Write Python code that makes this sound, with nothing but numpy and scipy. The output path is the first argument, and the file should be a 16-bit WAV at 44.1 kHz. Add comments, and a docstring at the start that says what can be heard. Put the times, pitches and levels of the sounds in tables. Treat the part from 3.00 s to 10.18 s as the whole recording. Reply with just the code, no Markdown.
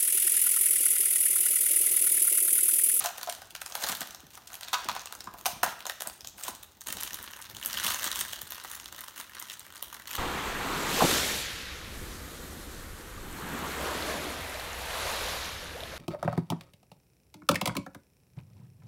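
"""First, thin protective film is peeled off a clear plastic sheet. Each pull swells a crinkle of countless
tiny creases, the larger ones snap one by one, and the stiff sheet buckles with hollow pops and bends with
soft falling thumps. From about 3.6 s the loose film is crumpled by hand on a wooden table and crackles
more coarsely. Near 5 s a palm slides the sheet along the table, then the crumpling goes on more gently.
All the while the hands rub dully and a small room answers, close to one microphone."""
import sys
import numpy as np
from scipy import signal
from scipy.fft import rfft, irfft
from scipy.io import wavfile
from scipy.ndimage import uniform_filter1d

SR = 44100
rng = np.random.default_rng(int(sys.argv[2]) if len(sys.argv) > 2 else 0)


def put_to_file(sound):
    """Save the sound as 16-bit audio at rate SR, in the file named by the first command-line argument."""
    columns = np.atleast_2d(sound).T  # one column per channel
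    safe = np.clip(columns, -1, 1)
    whole_steps = np.round(safe * 32767)
    wavfile.write(sys.argv[1], SR, whole_steps.astype(np.int16))


N = 316638

# The film sounds in three ranges: a low "body", a middle "crisp" and a high "sizzle".
# Tone of the body and the crisp, for stretched and for loose film: (frequency [Hz], level [dB])
TAUT_BODY = [(150, -27), (400, -12), (540, -1), (720, 3), (1000, 0.5), (1450, 2), (1900, -3.5),
             (2600, -15.5), (6000, -60)]
LOOSE_BODY = [(150, -20), (300, -7.5), (430, -16), (570, -5.5), (740, -9), (1000, 0), (1400, 1.5),
              (1900, -1.5), (2600, -14.5), (6000, -71)]
TAUT_CRISP = [(700, -29), (1600, 1), (2100, -2), (2500, 3), (2950, 4), (4000, 5), (4900, 1.5), (5800, 1.5),
              (7200, -4.5), (12000, -32.5)]
LOOSE_CRISP = [(700, -56), (1600, -8.5), (2000, -5.5), (2450, -6.5), (2900, 4), (3400, 2), (3900, 1.5),
               (4900, -5), (5800, -3), (7200, -12.5), (12000, -72)]
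# How fast the wrinkles under the fingers come and go: (changes [1/s], strength [dB])
CLUMPING = [(3, -25), (15, 0), (40, 0), (90, -40), (300, -120)]

def crinkle(peel_per_s=1700, wad_per_s=430, spread_db=6.5, clump_db=2, facets=90):
    """Countless tiny creases flip, each on one facet: a small flat patch of film with its own pitch."""
    db, body_db, sizzle_db = effort()
    loose = looseness(np.arange(N) / SR)
    # peeling lets go in many fine slips, the loose wad in fewer; working harder makes more of both
    rate = (peel_per_s + (wad_per_s - peel_per_s) * loose) * amp(.55 * (db + 51.5))
    kicks = (rng.random(N) < rate / SR) * amp(spread_db * np.minimum(rng.exponential(1, N), 3.2))
    # the hand feeds in energy steadily: a big slip leaves less for its neighbours
    kicks /= np.sqrt(abs(uniform_filter1d(kicks ** 2, size=1100)) + 1.27 * rate / SR)
    facet = rng.integers(0, facets, N)
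    facet_hz = 520 * 27 ** rng.random(facets)
    quick = np.clip(.5 + sizzle_db / 16, 0, 1)
    body, crisp, sizzle = amp(body_db - 1), amp(-.5), amp(sizzle_db - 2)
    # (tone, strength, fade time [ms])
    ranges = [(tone(TAUT_BODY), body * (1 - loose), 1.9), (tone(LOOSE_BODY), body * loose, 1.2),
              (tone(TAUT_CRISP), crisp * (1 - loose), .8), (tone(LOOSE_CRISP), crisp * loose, .6),
              (sizzle_tone(5), sizzle * np.sqrt(1 - quick), .4),
              (sizzle_tone(25), sizzle * np.sqrt(quick), .35)]
    out, at = np.zeros(N), np.flatnonzero(kicks)
    for taps, strength, fade_ms in ranges:
        clicks = [np.convolve(crease(fade_ms, size=512), taps)[:len(taps)] for _ in facet_hz]
        rings = np.array([facet_ring(click, hz) for click, hz in zip(clicks, facet_hz)])
        rings /= np.linalg.norm(rings, axis=1, keepdims=True)
        clumps = unit_level(amp(clump_db * noise(CLUMPING)))
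        sizes = (kicks * amp(db) * strength * clumps)[at]
        places = at[:, None] + np.arange(len(taps))
        out += np.bincount(places.ravel(), (sizes[:, None] * rings[facet[at]]).ravel(), N)[:N]
    return out

# The film stirring in the grip between strokes: (time [s], level [dB])
GRIP = [(0, -53), (.2, -59), (.42, -64), (.56, -72), (.8, -55), (1.1, -58), (1.28, -69), (1.7, -58.5),
        (2.2, -68), (2.6, -66), (3.2, -75), (3.6, -64.5), (3.8, -77.5), (4.1, -52), (4.45, -59.5),
        (5.1, -45.5), (5.5, -58.5), (7.15, -57.5)]
# Pulls and squeezes: (start [s], length [s], level [dB], extra body [dB], extra sizzle [dB])
STROKES = [(-.02, 0.12, -40.5, -1.5, 0), (.2, 0.21, -59, -10, -3), (.65, 0.094, -63.5, 10.5, 9.5),
           (.735, 0.086, -48.5, 1.5, 2), (0.799, 0.055, -41, -1.5, 4.5), (0.859, 0.077, -38, 0, 1.5),
           (0.994, 0.042, -47.5, 3.5, 3.5), (1.3, 0.088, -56, -10, 1), (1.365, 0.02, -57.5, 9.5, 4),
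           (1.485, 0.095, -56.5, 3.5, 2), (1.6, 0.11, -51.5, -2, -20), (1.73, 0.16, -51, 3, -6),
           (1.93, 0.098, -50, 2.5, -11), (2.09, 0.073, -60, 2, -5), (2.37, 0.047, -56, 2, 6.5),
           (2.46, 0.077, -48, -11, 5.5), (2.63, 0.1, -44.5, -1, -3.5), (2.875, 0.048, -54, 7, -11),
           (3.045, 0.039, -53, 7.5, -11), (3.37, 0.08, -51.5, -1.5, 6.5), (3.425, 0.087, -45.5, -2, 4),
           (3.857, 0.095, -44, -2, 0), (3.96, 0.16, -44, -4, 0), (4.344, 0.078, -63.5, 13.5, 9),
           (4.425, .05, -51.5, -12, -7), (4.565, 0.21, -52.5, 1, 4.5), (4.679, 0.17, -41, -2, 1),
           (4.816, .125, -33, -3, 0), (4.9, 0.14, -44.5, 0, 6), (5.015, 0.079, -37.5, -1, 0),
           (5.119, 0.089, -42, -6.5, 2), (5.185, 0.043, -37.5, -4.5, 5), (5.211, 0.2, -49, -12, 0),
           (5.495, 0.14, -49, -3.5, -1.5), (5.625, 0.11, -52, -1.5, 3.5), (5.69, 0.088, -50, 1, 5),
           (5.875, 0.17, -54, 1, -1), (5.958, 0.11, -55.5, 4.5, 2), (6.161, 0.058, -47, 1, 5.5),
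           (6.33, 0.13, -49, 0, -8), (6.475, 0.068, -46.5, -5.5, 0), (6.74, 0.035, -56.5, 5, 5),
           (6.92, 0.1, -54.5, 4.5, 2.5), (7.066, 0.13, -43, -3, 2)]

def effort():
    """Grip and strokes add up to the crinkle's level, extra body and extra sizzle, in dB over time."""
    power = (amp(curve(GRIP)) * amp([[0], [1.5], [.5]])) ** 2  # rows: crisp, body, sizzle
    for start, length, db, body_db, sizzle_db in STROKES:
        force = hand_force(start, length)
        power += (force * amp([[db], [db + body_db], [db + sizzle_db]])) ** 2
    level, body, sizzle = 10 * np.log10(power)
    return level, body - level, sizzle - level

def hand_force(start, length):
    """One movement of the hand builds, peaks halfway and lets go."""
    progress = np.interp(np.arange(N) / SR, [start, start + length], [0, 1])
    return (4 * progress * (1 - progress)) ** .56

def looseness(time):
    """0 while the film is stretched on the sheet, 1 once it is a loose wad."""
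    return np.clip((time - 3.6) / .16, 0, 1)

def crease(fade_ms, size=900):
    """One crease flips: a jumble of vibrations swells, dies fast and lingers in the film around it."""
    age = np.arange(size) * 1000 / SR / fade_ms
    swell = 1 - np.exp(-(age / .11) ** 2)
    return rng.standard_normal(size) * swell * (np.exp(-age) + np.exp(-age / 3))

def facet_ring(sound, hz, boost_db=9):
    """The patch of film around a crease favours one frequency."""
    b, a = signal.iirpeak(hz, Q=5, fs=SR)
    return sound + (amp(boost_db) - 1) * signal.lfilter(b, a, sound)

# Tone of the film's high sizzle: (frequency [Hz], level [dB])
SIZZLE = [(2000, -41.5), (5000, -15), (6400, 1), (7600, -3.5), (8900, 0), (10500, -4), (13000, -1),
          (15800, -3.5), (18000, -40)]

def sizzle_tone(bright_db):
    """A quicker snap is brighter and also reaches higher."""
    db_per_octave = .079 * bright_db
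    return tone([(hz, db + db_per_octave * np.log2(max(hz, 6000) / 10000)) for hz, db in SIZZLE])

# The larger creases: (time [s], level [dB], extra body [dB], extra sizzle [dB], facet pitch [Hz])
SNAPS = [(0.0057, -38.5, -18.3, -3, 6550), (0.06, -36.5, -8, -1, 6900), (0.1813, -44, -1.0, 5, 9500),
         (0.2126, -45.5, -2.3, 2, 4560), (0.231, -37.5, -5.5, 2.5, 14450), (0.2973, -35, -12, 2, 9550),
         (0.325, -41.6, -6, 3.5, 3700), (0.4184, -48.5, 2.4, 0, 1510), (0.5065, -49.5, -40, 0.5, 3250),
         (0.5514, -38.7, -7.5, -1.7, 2900), (0.5628, -48.5, -3, -2, 4700), (0.617, -40, -2.5, 3, 1420),
         (0.6617, -41, -5.5, 3, 9110), (0.7227, -44, -4, 1.4, 6460), (0.7527, -34, -2, 2, 11600),
         (0.8381, -31, -6, -4, 4440), (0.844, -37, 2, -5.3, 4010), (0.9508, -38, -23.5, 1.5, 3900),
         (0.9703, -56, -5.3, 14, 10750), (1.0164, -35.5, -4, -5, 8330), (1.0732, -47, -14.0, 1, 14320),
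         (1.1078, -47.5, -17.5, 3.5, 6010), (1.1474, -44, -6, -0.1, 5550), (1.474, -46.5, -22, 1, 6440),
         (1.542, -45, -21, 4.5, 12490), (1.61, -46, -10.4, 3, 8630), (1.632, -39, -24, -4, 3620),
         (1.6829, -42, -5.8, -5, 3550), (1.7332, -29.5, -7, -6, 3470), (1.8871, -32.5, -2, -5, 1050),
         (1.9153, -40, -4, -5.6, 3290), (1.9514, -43.6, -2, 2, 770), (1.9943, -45, -18, -0.3, 6480),
         (2.017, -49.2, -12, 1, 5900), (2.058, -46.5, -1, 6.5, 8400), (2.072, -43, -19, -13, 2930),
         (2.1248, -43, 0.1, 3.5, 1230), (2.1514, -53.5, 5, 10, 9600), (2.206, -40, -17.3, -4.0, 5510),
         (2.2422, -51.5, -7, 4, 6870), (2.411, -54.5, -6, 4, 11200), (2.6335, -30.5, -6, -4, 2750),
         (2.8053, -43.5, -8.1, -4.9, 2240), (2.855, -39.5, -0.5, -2.2, 730), (2.867, -41, -1.5, 7.5, 6240),
         (2.8726, -44.5, 0, -1, 7030), (2.8971, -34.5, 0.2, 0.3, 2050), (3.0067, -38, -5, 0.5, 14230),
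         (3.0208, -41, 0, 8, 13700), (3.0733, -45, 0.8, 13.5, 8500), (3.0983, -46.5, -3.2, -1, 3960),
         (3.208, -46.5, -12.9, -2, 5300), (3.2468, -43, -9, -6, 4400), (3.273, -42.5, -21, 6, 7300),
         (3.6328, -48.5, -12, 5.5, 3700), (3.809, -55.9, -7.4, 13, 6630), (3.8162, -50, -3, 5.5, 6220),
         (3.8383, -64, -11.9, 10, 8350), (3.871, -41.5, -6.3, 7, 5990), (3.885, -55.5, 8, 20, 8480),
         (3.9255, -44, 1, 13, 9000), (3.9699, -41.4, -8.7, 1, 5730), (4.01, -50, -1, 14, 8120),
         (4.0335, -42.5, -22.8, 12, 10900), (4.1325, -46, -9.4, 7, 6430), (4.144, -40, -18, 6.5, 4030),
         (4.189, -52, 7, 3.8, 1460), (4.2281, -52.5, -18, 12.5, 14400), (4.2414, -50, 1.5, 6, 9280),
         (4.2766, -44.5, -2, -27, 4050), (4.3106, -59, 3, 11, 13850), (4.3343, -45.2, -1.5, -4, 2830),
         (4.4167, -61, -1, 18.5, 9930), (4.4237, -48, -16, 2, 6370), (4.499, -48.5, -6, 3, 3900),
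         (4.5487, -46.0, -16, 0, 2930), (4.5678, -44, -19.7, 1, 7520), (4.6274, -37.5, -12.8, -7, 2860),
         (4.6493, -43, -11, 7.5, 11910), (4.66, -42.5, -5.3, 17, 14000), (4.7301, -35.2, -16, -0.5, 5230),
         (4.7724, -31, -12, -14, 3240), (4.7878, -36.1, -7, -21, 3040), (4.799, -39, 1, 3.0, 6180),
         (4.8374, -44, -13, 11, 6120), (4.8658, -30.5, -6, 2.5, 2840), (4.9449, -40.5, 1.5, 9.5, 6290),
         (5.0426, -44.5, 3, 15.5, 8300), (5.1154, -32, -15, -1.5, 3700), (5.2125, -34, -8, 1.5, 8500),
         (5.3326, -38.2, -5, 2, 3240), (5.417, -44.5, -8, 9.5, 14400), (5.507, -46, -8.2, 8.5, 12800),
         (5.521, -42.3, -3.5, 5.5, 12900), (5.6471, -50.5, 9, 2, 940), (5.7993, -45, -6, 2, 7080),
         (5.858, -41.5, -15, -3, 3800), (6.0079, -56, -11, 17.5, 13300), (6.0829, -46.5, -1, 4, 3290),
         (6.2117, -45.4, -12.8, 1, 4300), (6.399, -53, -9, 16, 13300), (6.425, -48, -7.6, 8, 6180),
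         (6.4995, -40.5, -16, -4.7, 3700), (6.595, -51.5, -15, 11, 6830), (6.7671, -47.5, -17.5, -4, 6010),
         (6.8264, -39.5, -5.5, 7.5, 13900), (6.927, -54, 8.5, -7, 1020), (7.073, -43, -13.2, -4, 4030),
         (7.1537, -37.5, -4.5, 3, 13220)]
# A crease rings longer in stretched film than in loose film: (time [s], fade time of the crisp [ms])
SNAP_FADE = [(0, 0.86), (2.9, 0.46), (3.9, 0.52), (7.1, 0.24)]

def snaps():
    """Each large crease snaps in all three ranges, tinted by its facet; the body rings longest."""
    taut, loose = (tone(TAUT_BODY), tone(TAUT_CRISP)), (tone(LOOSE_BODY), tone(LOOSE_CRISP))
    out = np.zeros(N)
    for time, db, body_db, sizzle_db, hz in SNAPS:
        fade_ms = np.interp(time, *np.transpose(SNAP_FADE))
        body, crisp = loose if looseness(time) > .5 else taut
        ranges = [(body, body_db + 2, 2.1), (crisp, 1.5, 1), (sizzle_tone(sizzle_db), sizzle_db, .63)]
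        for taps, extra_db, stretch in ranges:
            click = np.convolve(crease(fade_ms * stretch), taps)
            add(out, time, db + extra_db, facet_ring(click, hz))
    return out

def slips(spread_db=3):
    """A crease gives a little just before it snaps, and sets off two neighbours just after."""
    out = np.zeros(N)
    for time, db, _, sizzle_db, _ in SNAPS:
        lead, *gaps = rng.uniform(.5, 1.5, 3) * [.0024, .009, .009]  # seconds
        for delay, drop_db in zip([-lead, *np.cumsum(gaps)], [13, 15, 15]):
            slip_db = db - drop_db + spread_db * rng.standard_normal()
            small_snap(out, time + delay, slip_db, sizzle_db - 1, fade_ms=.25)
    return out

def stray_creases(count=130, spread_db=3.5):
    """Medium creases flip at random moments, louder as the film is worked harder."""
    out = np.zeros(N)
    level, _, sizzle_db = effort()
    for at, luck in zip(rng.integers(0, N, count), rng.standard_normal(count)):
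        db = -50.5 + .62 * (level[at] + 53) - looseness(at / SR) + spread_db * luck
        small_snap(out, at / SR, db, sizzle_db[at] + 3.5, fade_ms=.63)
    return out

def small_snap(mix, time, db, sizzle_db, fade_ms):
    """Adds a lesser crease, only crisp and sizzle, on a facet of random size."""
    hz = 1000 * 13 ** rng.random()
    for taps, extra_db in ((tone(TAUT_CRISP), 0), (sizzle_tone(sizzle_db), sizzle_db)):
        click = np.convolve(crease(fade_ms), taps)
        add(mix, time, db + extra_db, facet_ring(click, hz))

# The sheet buckling:
# (time [s], level [dB], pitch [Hz], fade time [ms], crack above pop [dB], sizzle above crack [dB])
POPS = [(.0425, -36.5, 735, 6.7, -1, 5), (.048, -30, 770, 12, -10, -3), (.0585, -36, 725, 11, 4, 2.5),
        (.273, -33, 700, 11, -9, -5), (.2865, -33.5, 665, 5.1, -35, -8),
        (1.730, -29.5, 1070, 2.6, -5.5, -1), (1.7373, -27.5, 1020, 2.9, -3, -6),
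        (1.742, -27.5, 1120, 12, 2, -15), (1.8865, -33.5, 910, 3.7, -11, -10),
        (1.8945, -32, 940, 3, 0, -20), (1.9636, -34.5, 810, 2, -8, -10),
        (2.2714, -35.5, 1100, 7, -15.5, -17), (2.342, -42, 830, 7.9, -22, -16), (2.45, -50, 900, 3.9, 0, 3),
        (2.457, -30, 965, 3.4, 3, -4.5), (2.4626, -28, 744, 2.8, 0, 3), (2.480, -37.5, 660, 10, -6, 6),
        (2.631, -20, 1370, 5, -14, 7), (2.633, -23.5, 720, 4, -9, -5), (2.6397, -27, 1170, 2.7, -9.5, 9),
        (2.662, -31, 810, 6, -7, -4), (3.481, -33, 900, 4.9, -5.5, 3.5)]
# The notes at which the bent sheet naturally rings: (frequency [Hz], level [dB])
SHEET_NOTES = [(565, -12), (630, -8.5), (707, 2), (755, -4.5), (836, -3), (900, -17), (990, 2),
               (1045, -0.5), (1170, 2), (1260, 1.5), (1410, -1), (1490, 1.5), (1640, 3), (1850, -6),
               (2130, -3)]
# Tone of the whole sheet's hollow knock: (frequency [Hz], level [dB])
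KNOCK = [(200, -25), (420, -10.5), (540, -2.5), (720, -7.5), (950, 2.5), (1450, 7.5), (1900, -2.5),
         (2600, -9.5), (6000, -45)]

def pops(rise_ms=.89, knock_ms=3.8, crack_ms=1.9):
    """The sheet buckles: its notes near the pop's pitch ring, with a knock and a crack from the film."""
    out, t = np.zeros(N), np.arange(SR // 16) / SR
    ms = t * 1000
    note_hz, note_db = np.transpose(SHEET_NOTES)[:, :, None]
    swell = 1 - np.exp(-(ms / rise_ms) ** 2)
    for time, db, hz, fade_ms, crack_db, sizzle_db in POPS:
        phase = rng.random((len(SHEET_NOTES), 1))
        reach_octaves = .42 * hz / 1000  # a small, high buckle is quicker and reaches more notes
        strength = amp(note_db) / (1 + (np.log2(note_hz / hz) / reach_octaves) ** 2)
        notes = (strength * np.sin(2 * np.pi * (note_hz * t + phase))).sum(0)
        add(out, time, db, notes * swell * np.exp(-ms / fade_ms))
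        knock = np.convolve(crease(knock_ms, size=2400), tone(KNOCK))
        add(out, time, db - 8 + .32 * (db + 26), knock)  # harder buckles have a bigger share of knock
        for taps, extra_db in ((tone(TAUT_CRISP), 0), (sizzle_tone(sizzle_db), sizzle_db)):
            add(out, time, db + crack_db + extra_db, np.convolve(crease(crack_ms), taps))
    return out

# The sheet bending under the hands: (time [s], level [dB], pitch about 6 ms into the thump [Hz])
THUMPS = [(0.835, -43, 207), (0.894, -37, 194), (0.916, -42, 190), (1.01, -39, 222), (1.232, -46.5, 240),
          (1.245, -48, 148), (1.854, -41, 282), (1.881, -42, 148), (1.912, -48, 196), (2.274, -42.5, 209),
          (2.336, -49, 275), (2.53, -40.5, 140), (2.564, -44, 131), (2.646, -42, 180), (2.675, -41, 200),
          (2.725, -52, 96), (3.068, -45, 266), (3.229, -48, 88), (3.485, -39.5, 322), (3.898, -46, 222),
          (4.532, -45, 118), (4.784, -53, 94), (4.849, -38, 182), (5.06, -44, 285), (5.21, -47, 280),
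          (5.298, -50, 95), (5.43, -43, 105), (6.19, -47, 236)]

def thumps(fall_s=.00634, fade_s=.00405):
    """Short ripples in the sheet outrun long ones, so each thump falls in pitch."""
    out, t = np.zeros(N), np.arange(SR // 12) / SR
    for time, db, hz in THUMPS:
        pitch = 2 * hz / (1 + t / fall_s)
        wave = np.sin(2 * np.pi * np.cumsum(pitch) / SR)
        add(out, time, db - 4, wave * t * np.exp(-t / fade_s))
    return out

def sheet_ring(plastic, ring_s=.15, damping_db=9):
    """Every crease and pop leaves the sheet ringing, more quietly once it lies under the hand."""
    t = np.arange(SR // 3) / SR
    fade = amp(-60 * t / ring_s)
    notes = sum(amp(db) * np.sin(2 * np.pi * (hz * t + rng.random())) for hz, db in SHEET_NOTES)
    drive = plastic * amp(-5 - damping_db * looseness(np.arange(N) / SR))
    return signal.oaconvolve(drive, 2 * notes * fade / fade.sum())[:N]

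# Shoves of the sheet on the table: (start [s], length [s], level [dB])
SHOVES = [(-.05, 0.084, -50), (0.653, 0.53, -62), (1.81, 0.18, -55.5), (2.14, 0.31, -57), (2.47, .3, -57),
          (2.994, .14, -65), (3.197, 0.17, -69), (3.422, .2, -60.5), (3.86, 0.18, -52.5), (4, 0.26, -57),
          (4.44, 0.25, -61), (4.614, 0.22, -56.5), (4.957, 0.61, -60), (5.45, 0.61, -62.5),
          (6.8, 0.25, -64), (7.08, 0.18, -53)]
# Tone of the rubbing: (frequency [Hz], level [dB])
RUB_TONE = [(25, -29), (50, 8), (62, 2), (78, 3.5), (95, 1), (115, -1), (160, -9.5), (210, 0.5),
            (260, -5.5), (340, -2), (500, -8), (900, -3.5), (3000, -70)]

def rubbing(resting_db=-66.5, lumpy_db=3):
    """Hands and sheet rub dully and unevenly on the table, swelling with each shove."""
    wobble = noise([(4, -19), (12, 12), (25, -9), (60, -57), (200, -120)])
    lumps = unit_level(amp(lumpy_db * wobble))
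    shove_power = sum((amp(db) * hand_force(start, length)) ** 2 for start, length, db in SHOVES)
    return np.sqrt(amp(resting_db) ** 2 + shove_power) * lumps * noise(RUB_TONE)

# The palm pushing the sheet along the table: (time [s], level [dB])
SLIDE = [(4.465, -96), (4.485, -59), (4.62, -62), (4.72, -66), (4.82, -57), (4.92, -50), (4.98, -65),
         (5.22, -61), (5.3, -88)]
# Tone of that slide: (frequency [Hz], level [dB])
SLIDE_TONE = [(25, -30), (55, 12), (110, 11), (160, -14), (205, 11), (260, -5), (330, -1), (450, -26),
              (1500, -60)]

def palm_slide():
    """Friction under the palm drones in the sheet and the table top."""
    return amp(curve(SLIDE)) * noise(SLIDE_TONE)

def room(plastic, directions=5):
    """Creases face different ways, so from moment to moment they set off different echoes."""
    facing = np.repeat(rng.integers(0, directions, N // 300 + 1), 300)[:N]
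    shares = [np.sqrt(abs(uniform_filter1d(1. * (facing == k), size=80))) for k in range(directions)]
    return plastic + sum(signal.oaconvolve(plastic * share, echoes())[:N] for share in shares)

# How long the room rings: (frequency [Hz], time to fade by 60 dB [s])
ROOM_FADE = [(150, 0.6), (600, 0.5), (1400, 0.67), (3700, 0.63), (9000, 0.44), (16000, 0.32)]

def echoes(early_db=-11, tail_db=-9, count=14):
    """Table and person throw back the first echoes; then a wash fades, each pitch at its own speed."""
    size = SR // 2
    early = np.zeros(size)
    early[(rng.uniform(.002, .016, count) * SR).astype(int)] = rng.choice([-1., 1.], count)
    hz, t, bands = signal.stft(rng.standard_normal(size), SR, nperseg=256)
    bands *= amp(-60 * t / look_up(ROOM_FADE, hz)[:, None])
    tail = signal.istft(bands, SR, nperseg=256)[1][:size]
    tail *= np.clip(np.arange(size) / SR / .0014, 0, 1) ** 2
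    return amp(early_db) * early / np.linalg.norm(early) + amp(tail_db) * tail / np.linalg.norm(tail)

# Tone of the room's air: (frequency [Hz], level [dB])
AIR_TONE = [(15, -40), (25, -28), (76, -3.5), (317, -14.5), (463, -19.5), (1040, -19), (3250, -24),
            (5880, -24), (10400, -39), (14800, -19.5), (16000, -37)]

def air(level_db=-64.5):
    """The room's air is a faint, steady rumble and hiss."""
    return amp(level_db) * noise(AIR_TONE)

def amp(db):
    """Turns decibels into a number to multiply by."""
    return 10 ** (np.asarray(db) / 20)

def unit_level(sound):
    """Scales a sound to an average power of 1."""
    return sound / np.sqrt(np.mean(sound ** 2) + 1e-20)

def add(mix, time, db, sound):
    """Mixes in a short sound, giving it as much energy as 5 ms at the level db."""
    gain = amp(db) * np.sqrt(.005 * SR / (np.sum(sound ** 2) + 1e-20))
    part = mix[max(0, round(time * SR)):][:len(sound)]
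    part += gain * sound[:len(part)]

def look_up(points, hz):
    """Reads between the rows of a (frequency, value) table."""
    frequencies, values = np.transpose(points)
    return np.interp(np.log(hz + 1), np.log(frequencies + 1), values)

def curve(points):
    """Joins (time, value) points into one value for every sample."""
    return np.interp(np.arange(N) / SR, *np.transpose(points))

def tone(points, size=1024):
    """Filter taps: a tiny click that passes its tone on to any sound convolved with it."""
    log_gain = np.log(amp(look_up(points, abs(np.fft.fftfreq(size, 1 / SR)))))
    spectrum = np.exp(np.conj(signal.hilbert(log_gain)))  # packs the energy at the start
    taps = np.fft.ifft(spectrum).real[:size // 2]
    return taps / np.linalg.norm(taps)

def noise(points):
    """Steady noise with the given tone."""
    gain = amp(look_up(points, np.fft.rfftfreq(N, 1 / SR)))
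    return unit_level(irfft(rfft(rng.standard_normal(N)) * gain, N))

def scene():
    """Film and sheet sound into the room, over dull rubbing on the table and faint air."""
    plastic = snaps() + slips() + stray_creases() + crinkle() + pops() + thumps()
    return (room(plastic) + sheet_ring(plastic) + rubbing() + palm_slide() + air())[None]

def record(dry, lowest_hz=36, highest_hz=16100):
    """The recorder cuts the deepest bass and the highest treble."""
    bass_cut = signal.butter(4, lowest_hz, "highpass", fs=SR, output="sos")
    treble_cut = signal.firwin(511, highest_hz, window=("kaiser", 9), fs=SR)
    return signal.oaconvolve(signal.sosfilt(bass_cut, dry), treble_cut[None], "same")

dry = scene()
out = record(dry)
put_to_file(out)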